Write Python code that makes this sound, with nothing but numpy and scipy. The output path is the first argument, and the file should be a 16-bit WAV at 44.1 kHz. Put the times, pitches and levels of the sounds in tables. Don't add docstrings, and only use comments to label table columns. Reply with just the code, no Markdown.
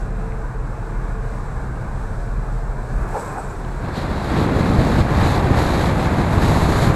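import sys
import numpy as np
from scipy import signal
from scipy.fft import rfft, irfft, next_fast_len
from scipy.io import wavfile
from scipy.ndimage import uniform_filter1d, map_coordinates

SR = 44100
rng = np.random.default_rng(int(sys.argv[2]) if len(sys.argv) > 2 else 0)


def transcribe(u):
    v = np.clip(np.atleast_2d(u).T, -1, 1)
    q = np.round(v * 32767).astype(np.int16)
    wavfile.write(sys.argv[1], SR, q)


N = 306495

# pitch_hz, half_width_hz, level_db
BOOM_MODES = [(28.8, 6.5, -6.5), (37.6, 6.9, -2), (59, 5.4, -7.5)]
DRUM_MODES = [(103.5, 19, 0), (126.6, 10.7, 2), (159, 65, -6.5), (189, 27, -10.5)]
TREAD_MODES = [(451, 30, -11.5), (515, 5.6, -17), (1044, 47, -23.5), (1442, 21, -17.5), (2100, 52, -35)]
# time_s, level_db, pitch_hz
TREAD_NOTE_CURVE = [(0, -56, 439), (.12, -38.5, 441), (.4, -37, 446), (.6, -55, 444), (.85, -42, 449.5),
                    (1.2, -42, 447), (1.55, -52, 448), (1.95, -48, 446), (2.35, -42, 448),
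                    (2.55, -70, 443.5), (3.15, -35, 440), (3.6, -50, 443)]
# time_s, tyre_db, seal_db
ROAD_BED = [(0, -36.5, -56), (.6, -36, -57.5), (1.4, -35, -55), (2.2, -35.5, -55.5), (2.8, -36.5, -56),
            (3.7, -35, -56)]
# time_s, gain_db
CABIN_FADER = [(0, -1), (2.6, 0.5), (3.05, 0), (3.38, -7), (3.6, -1.5), (4.6, -11)]
# frequency_hz, level_db
TYRE_SPECTRUM = [(20, -20), (70, -9), (220, -4.5), (330, 0.5), (480, -0.3), (720, 1), (1020, -0.5),
                 (1300, -4), (1650, -4.5), (1900, -14), (2500, -19), (3000, -31), (4500, -46)]
SEAL_SPECTRUM = [(1500, -31), (3200, -1.5), (3900, 4), (4700, 0), (6800, -0.5), (7800, 4), (8500, 0.5),
                 (9200, -4.5), (10400, -8), (11300, -5.5), (12500, -16), (14100, -15), (14800, -27)]
DRAUGHT_SPECTRUM = [(1500, -19), (2400, -20), (3200, -10), (4000, -3), (5000, -5.5), (6900, -3.5),
                    (7700, -0.5), (8300, 0), (9200, -10), (11500, -7), (12700, -17), (13900, -19),
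                    (14450, -13), (14900, -26)]
# start_s, level_db, pitch_hz, half_width_hz
TRIM_TICKS = [(.3205, -31.5, 2050, 300), (3.6475, -36, 3000, 1200), (3.716, -43, 3000, 1200)]
# peak_s, level_db, pitch_hz, half_length_s
EDGE_WHISTLES = [(3.2, -47, 7900, .028), (3.284, -52, 7650, .045), (3.394, -47, 8000, 0.017),
                 (3.45, -53, 7600, .02), (3.508, -51, 7480, .011)]
# peak_s, level_db, pitch_hz, lower_resonance_db
SEAM_HITS = [(3.165, -22.3, 840, -10), (3.381, -26, 805, -16)]
# time_s, gain_db
AIRSTREAM_FADER = [(3.3, -58), (3.6, -18.5), (3.78, -16), (3.85, -9.5), (3.97, -7), (4.27, -3.5),
                   (4.32, -2), (5.2, 1.1), (6.95, 1.47)]
# centre_s, gain_db
WIND_LULLS = [(4.26, -1.5), (5.055, -2.2), (5.95, -1.5), (6.13, -1), (6.27, -1.5)]
# peak_s, boost_db, half_length_s
EDDY_THUMPS = [(3.885, 4.5, 0.035), (4.1, 4, .025), (4.4, 4.5, 0.03), (4.585, 4.5, 0.026),
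               (4.713, 5, 0.015), (4.791, 9, 0.018), (4.995, 8.5, 0.025), (5.15, 4, .02), (5.23, 5.5, 0.04),
               (5.42, 3.5, .025), (5.5, 6, 0.02), (5.587, 6, 0.021), (6.375, 6, 0.022), (6.475, 5.5, 0.035),
               (6.67, 5.5, 0.035), (6.885, 5.5, 0.021)]
# peak_s, boost_db
AIR_FLAPS = [(4.0, 4.5), (4.41, 1.5), (4.52, 0.5), (5.385, 0.5), (6.18, 3)]
# start_s, length_s, boost_db
WIND_GUSTS = [(3.922, 0.1, 10.8), (4.03, .12, 3.5), (4.14, .18, 5.8), (4.315, .115, 8), (4.53, 0.23, 4.4),
              (4.76, 0.25, 6.2), (5.115, .08, 4.5), (5.175, .14, 8.8), (5.29, .07, 6.6), (5.543, 0.05, 9.6),
              (5.58, 0.14, 7.7), (5.7, .165, 6.1), (5.995, 0.055, 4.6), (6.3, .1, 2), (6.395, 0.11, 8.2),
              (6.48, .32, 7.2), (6.79, 0.075, 10)]
# peak_s, boost_db
GUST_SLAPS = [(4.355, 2.2), (4.81, 1.8), (5.23, 2), (5.37, 1.5), (5.582, 3.2), (6.55, 1.8), (6.83, 1)]
# frequency_hz, level_db
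BUFFET_SPECTRUM = [(12, -23), (22, -5), (40, -7), (60, 0), (95, 0), (145, -3.5), (190, -10), (300, -40)]
FLUTTER_SPECTRUM = [(90, -8.5), (160, 0.5), (210, -0.5), (280, -3), (400, -6.5), (520, -13.5), (800, -25)]
BURBLE_SPECTRUM = [(110, -3), (165, 1), (240, 0), (320, -5.5), (420, -5), (560, -12)]
ROAR_SPECTRUM = [(220, -11), (400, -5.5), (520, -1.5), (750, 0), (1100, -3.5), (1400, -8), (1700, -8.5),
                 (2300, -14.5), (3000, -24), (4000, -22.5), (6000, -40.5)]
HISS_SPECTRUM = [(1200, 0.5), (2300, -1), (3100, -3), (3900, 6), (4400, 2.5), (5200, -5.5), (6200, -15)]
FIZZ_SPECTRUM = [(4600, -11), (5800, -3.5), (6900, 2), (8200, -1.5), (9700, -9), (10900, -2.5),
                 (11600, -2.5), (12900, -20), (13900, -24), (14700, -44)]
SPRAY_SPECTRUM = [(9500, -14), (11200, -3), (12400, 2), (13400, -3), (14300, -11), (14800, -30)]

TIME_S = np.arange(N) / SR


def amp(db):
    return 10 ** (np.asarray(db) / 20)


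def unit(x):
    return x / np.sqrt(np.mean(x ** 2) + 1e-20)


def curves(rows):
    times, *columns = np.transpose(rows)
    return [np.interp(TIME_S, times, column) for column in columns]


def wobble(rate_hz):
    knots = rng.standard_normal(int(N * rate_hz / SR) + 4)
    return map_coordinates(knots, [TIME_S * rate_hz])


def swell(peak_s, half_s):
    return 1 / (1 + ((TIME_S - peak_s) / half_s) ** 4)


def spell(start_s, length_s, attack_s=0.032, release_s=0.04):
    rise = (TIME_S - start_s) / attack_s
    fall = 1 + (start_s + length_s - TIME_S) / release_s
    return np.clip(np.minimum(rise, fall), 0, 1)


def filtered(x, response):
    size = next_fast_len(N + SR // 2)
    return irfft(rfft(x, size) * response(np.fft.rfftfreq(size, 1 / SR)), size)[:N]


def rush(spectrum):
    points_hz, points_db = np.transpose(spectrum)

    def gain(hz):
        db = np.interp(np.log(hz + 1), np.log(points_hz), points_db)
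        octaves_outside = np.abs(np.log2((hz + 1) / np.clip(hz + 1, points_hz[0], points_hz[-1])))
        return amp(db - 24 * octaves_outside)
    return unit(filtered(rng.standard_normal(N), gain))


def shaken(modes):
    def gain(hz):
        powers = (amp(db) ** 2 / (1 + ((hz - pitch) / width) ** 2) ** 2 for pitch, width, db in modes)
        return np.sqrt(sum(powers))
    return unit(filtered(rng.standard_normal(N), gain))


def patchy(x, depth_db):
    bands = signal.stft(x, nperseg=2048)[2]
    patches = uniform_filter1d(rng.standard_normal(bands.shape), size=3, axis=0)
    patches = uniform_filter1d(patches, size=9, axis=1)
    return unit(signal.istft(bands * amp(depth_db * unit(patches)))[1][:N])


def steady(x, span_s):
    power = np.abs(uniform_filter1d(x ** 2, int(span_s * SR) + 1))
    return x / np.sqrt(power + 1e-9)


def engine_drone(firing_hz=39.2, level_db=-28.5):
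    phase = 2 * np.pi * np.cumsum(firing_hz + 0.17 * wobble(2.72)) / SR
    second = amp(-18.5) * np.sin(2 * phase)
    third = amp(-21 + wobble(6.7)) * np.sin(3 * phase + 1.7 * wobble(5.4))
    return amp(level_db + wobble(8.67)) * np.sqrt(2) * (np.sin(phase) + second + third)


def body_boom():
    bump_db = 7.5 * swell(peak_s=2.99, half_s=0.035)
    boom = amp(-27.5 + bump_db) * steady(shaken(BOOM_MODES), span_s=0.116)
    drumming = amp(-30 + 0.66 * wobble(5.7)) * steady(shaken(DRUM_MODES), span_s=0.19)
    return boom + drumming


def tread_hum():
    return amp(-45) * steady(shaken(TREAD_MODES), span_s=0.25)


def tread_note():
    level_db, pitch_hz = curves(TREAD_NOTE_CURVE)
    phase = 2 * np.pi * np.cumsum(pitch_hz + 4 * wobble(44.77)) / SR
    return amp(level_db + 0.77 * wobble(21.5)) * np.sin(phase)


def tyre_roar(level_db, edge_s):
    close_db = 6 * swell(edge_s, half_s=0.25)
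    return amp(level_db + close_db + 0.35 * wobble(13)) * patchy(rush(TYRE_SPECTRUM), depth_db=1.7)


def seal_hiss(level_db):
    return amp(level_db + 0.87 * wobble(11)) * rush(SEAL_SPECTRUM)


def trim_ticks(attack_s=0.0004, t60_s=0.013):
    out = np.zeros(N)
    for start_s, level_db, pitch_hz, half_width_hz in TRIM_TICKS:
        age_s = np.maximum(TIME_S - start_s, 0)
        crack = steady(shaken([(pitch_hz, half_width_hz, 0)]), span_s=0.0024)
        out += amp(level_db - 60 * age_s / t60_s) * (1 - np.exp(-age_s / attack_s)) * crack
    return out


def window_draught(edge_s, rise_db_per_s=37, fall_db_per_s=20, spurt_s=3.155):
    away_db = np.maximum(rise_db_per_s * (edge_s - TIME_S), fall_db_per_s * (TIME_S - edge_s))
    spurt_attack = np.clip((TIME_S - spurt_s) / 0.008, 0, 1)
    spurt_db = 5 * spurt_attack * np.exp(-np.abs(TIME_S - spurt_s) / 0.07)
    rough_db = 0.98 * wobble(40) + 1.3 * wobble(350)
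    out = amp(-49.5 - away_db + spurt_db + rough_db) * rush(DRAUGHT_SPECTRUM)
    for peak_s, level_db, pitch_hz, half_s in EDGE_WHISTLES:
        whistle = steady(shaken([(pitch_hz, 300, 0)]), span_s=0.008)
        out += amp(level_db) * swell(peak_s, half_s) * whistle
    return out


def seam_bumps(half_width_hz=72):
    out = np.zeros(N)
    for peak_s, level_db, pitch_hz, lower_db in SEAM_HITS:
        tyre = shaken([(pitch_hz, half_width_hz, 0),
                       (pitch_hz * 0.64, half_width_hz, lower_db),
                       (pitch_hz * 1.7, 250, -22)])
        out += amp(level_db) * swell(peak_s, half_s=0.02) * steady(tyre, span_s=0.012)
    return out


def wind_buffet(eddies):
    thump_db = sum(db * swell(peak_s, half_s) for peak_s, db, half_s in EDDY_THUMPS)
    flap_db = sum(db * swell(peak_s, half_s=0.021) for peak_s, db in AIR_FLAPS)
    rumble = steady(amp(2 * eddies) * rush(BUFFET_SPECTRUM), span_s=0.068)
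    flutter = steady(amp(3.2 * eddies) * rush(FLUTTER_SPECTRUM), span_s=0.057)
    return amp(-20.5 + thump_db) * rumble + amp(-23 + 0.51 * thump_db + flap_db) * flutter


def wind_roar(gust_db, eddies, spurts):
    slap_db = sum(db * swell(peak_s, half_s=0.02) for peak_s, db in GUST_SLAPS)
    roar = steady(amp(0.5 * eddies + spurts) * rush(ROAR_SPECTRUM), span_s=0.062)
    return amp(-25 + 0.13 * gust_db + slap_db) * roar


def wind_hiss(stream_db, gust_db, eddies, spurts):
    bright_db = 1.5 * (TIME_S - 5.28)
    hiss = amp(-44.5 + gust_db + eddies + 0.95 * spurts) * rush(HISS_SPECTRUM)
    fizz = amp(-49.5 + 0.71 * gust_db + bright_db + 0.74 * eddies + 0.53 * spurts) * rush(FIZZ_SPECTRUM)
    spray = amp(-72 + 1.34 * gust_db + bright_db + stream_db + 0.9 * eddies) * rush(SPRAY_SPECTRUM)
    return amp(0.98 * stream_db) * (hiss + fizz + spray)


def wind_burble(eddies):
    burble = steady(amp(1.5 * eddies) * rush(BURBLE_SPECTRUM), span_s=0.03)
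    return amp(-21.5) * spell(start_s=4.29, length_s=0.662) * burble


def airstream():
    lull_db = sum(db * swell(centre_s, half_s=0.034) for centre_s, db in WIND_LULLS)
    stream_db = curves(AIRSTREAM_FADER)[0] + lull_db
    gust_db = np.max([db * spell(start_s, length_s) for start_s, length_s, db in WIND_GUSTS], axis=0)
    eddies, spurts = wobble(45), wobble(260)
    buffet = wind_buffet(eddies)
    burble = wind_burble(eddies)
    roar = wind_roar(gust_db, eddies, spurts)
    hiss = wind_hiss(stream_db, gust_db, eddies, spurts)
    return amp(stream_db) * (buffet + roar) + burble + hiss


def scene():
    edge_s = 3.2
    cabin_db, = curves(CABIN_FADER)
    tyre_db, seal_db = curves(ROAD_BED)
    resonances = body_boom() + tread_hum()
    bed = tyre_roar(tyre_db, edge_s) + seal_hiss(seal_db)
    cabin = amp(cabin_db) * (resonances + engine_drone() + tread_note())
    return (cabin + bed + seam_bumps() + window_draught(edge_s) + trim_ticks() + airstream())[None]


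def record(dry, ceiling=0.75, top_hz=14900):
    rounded = dry[0] / (1 + np.abs(dry[0] / ceiling) ** 8) ** (1 / 8)
    return filtered(rounded, lambda hz: hz < top_hz)[None]


dry = scene()
out = record(dry)
transcribe(out)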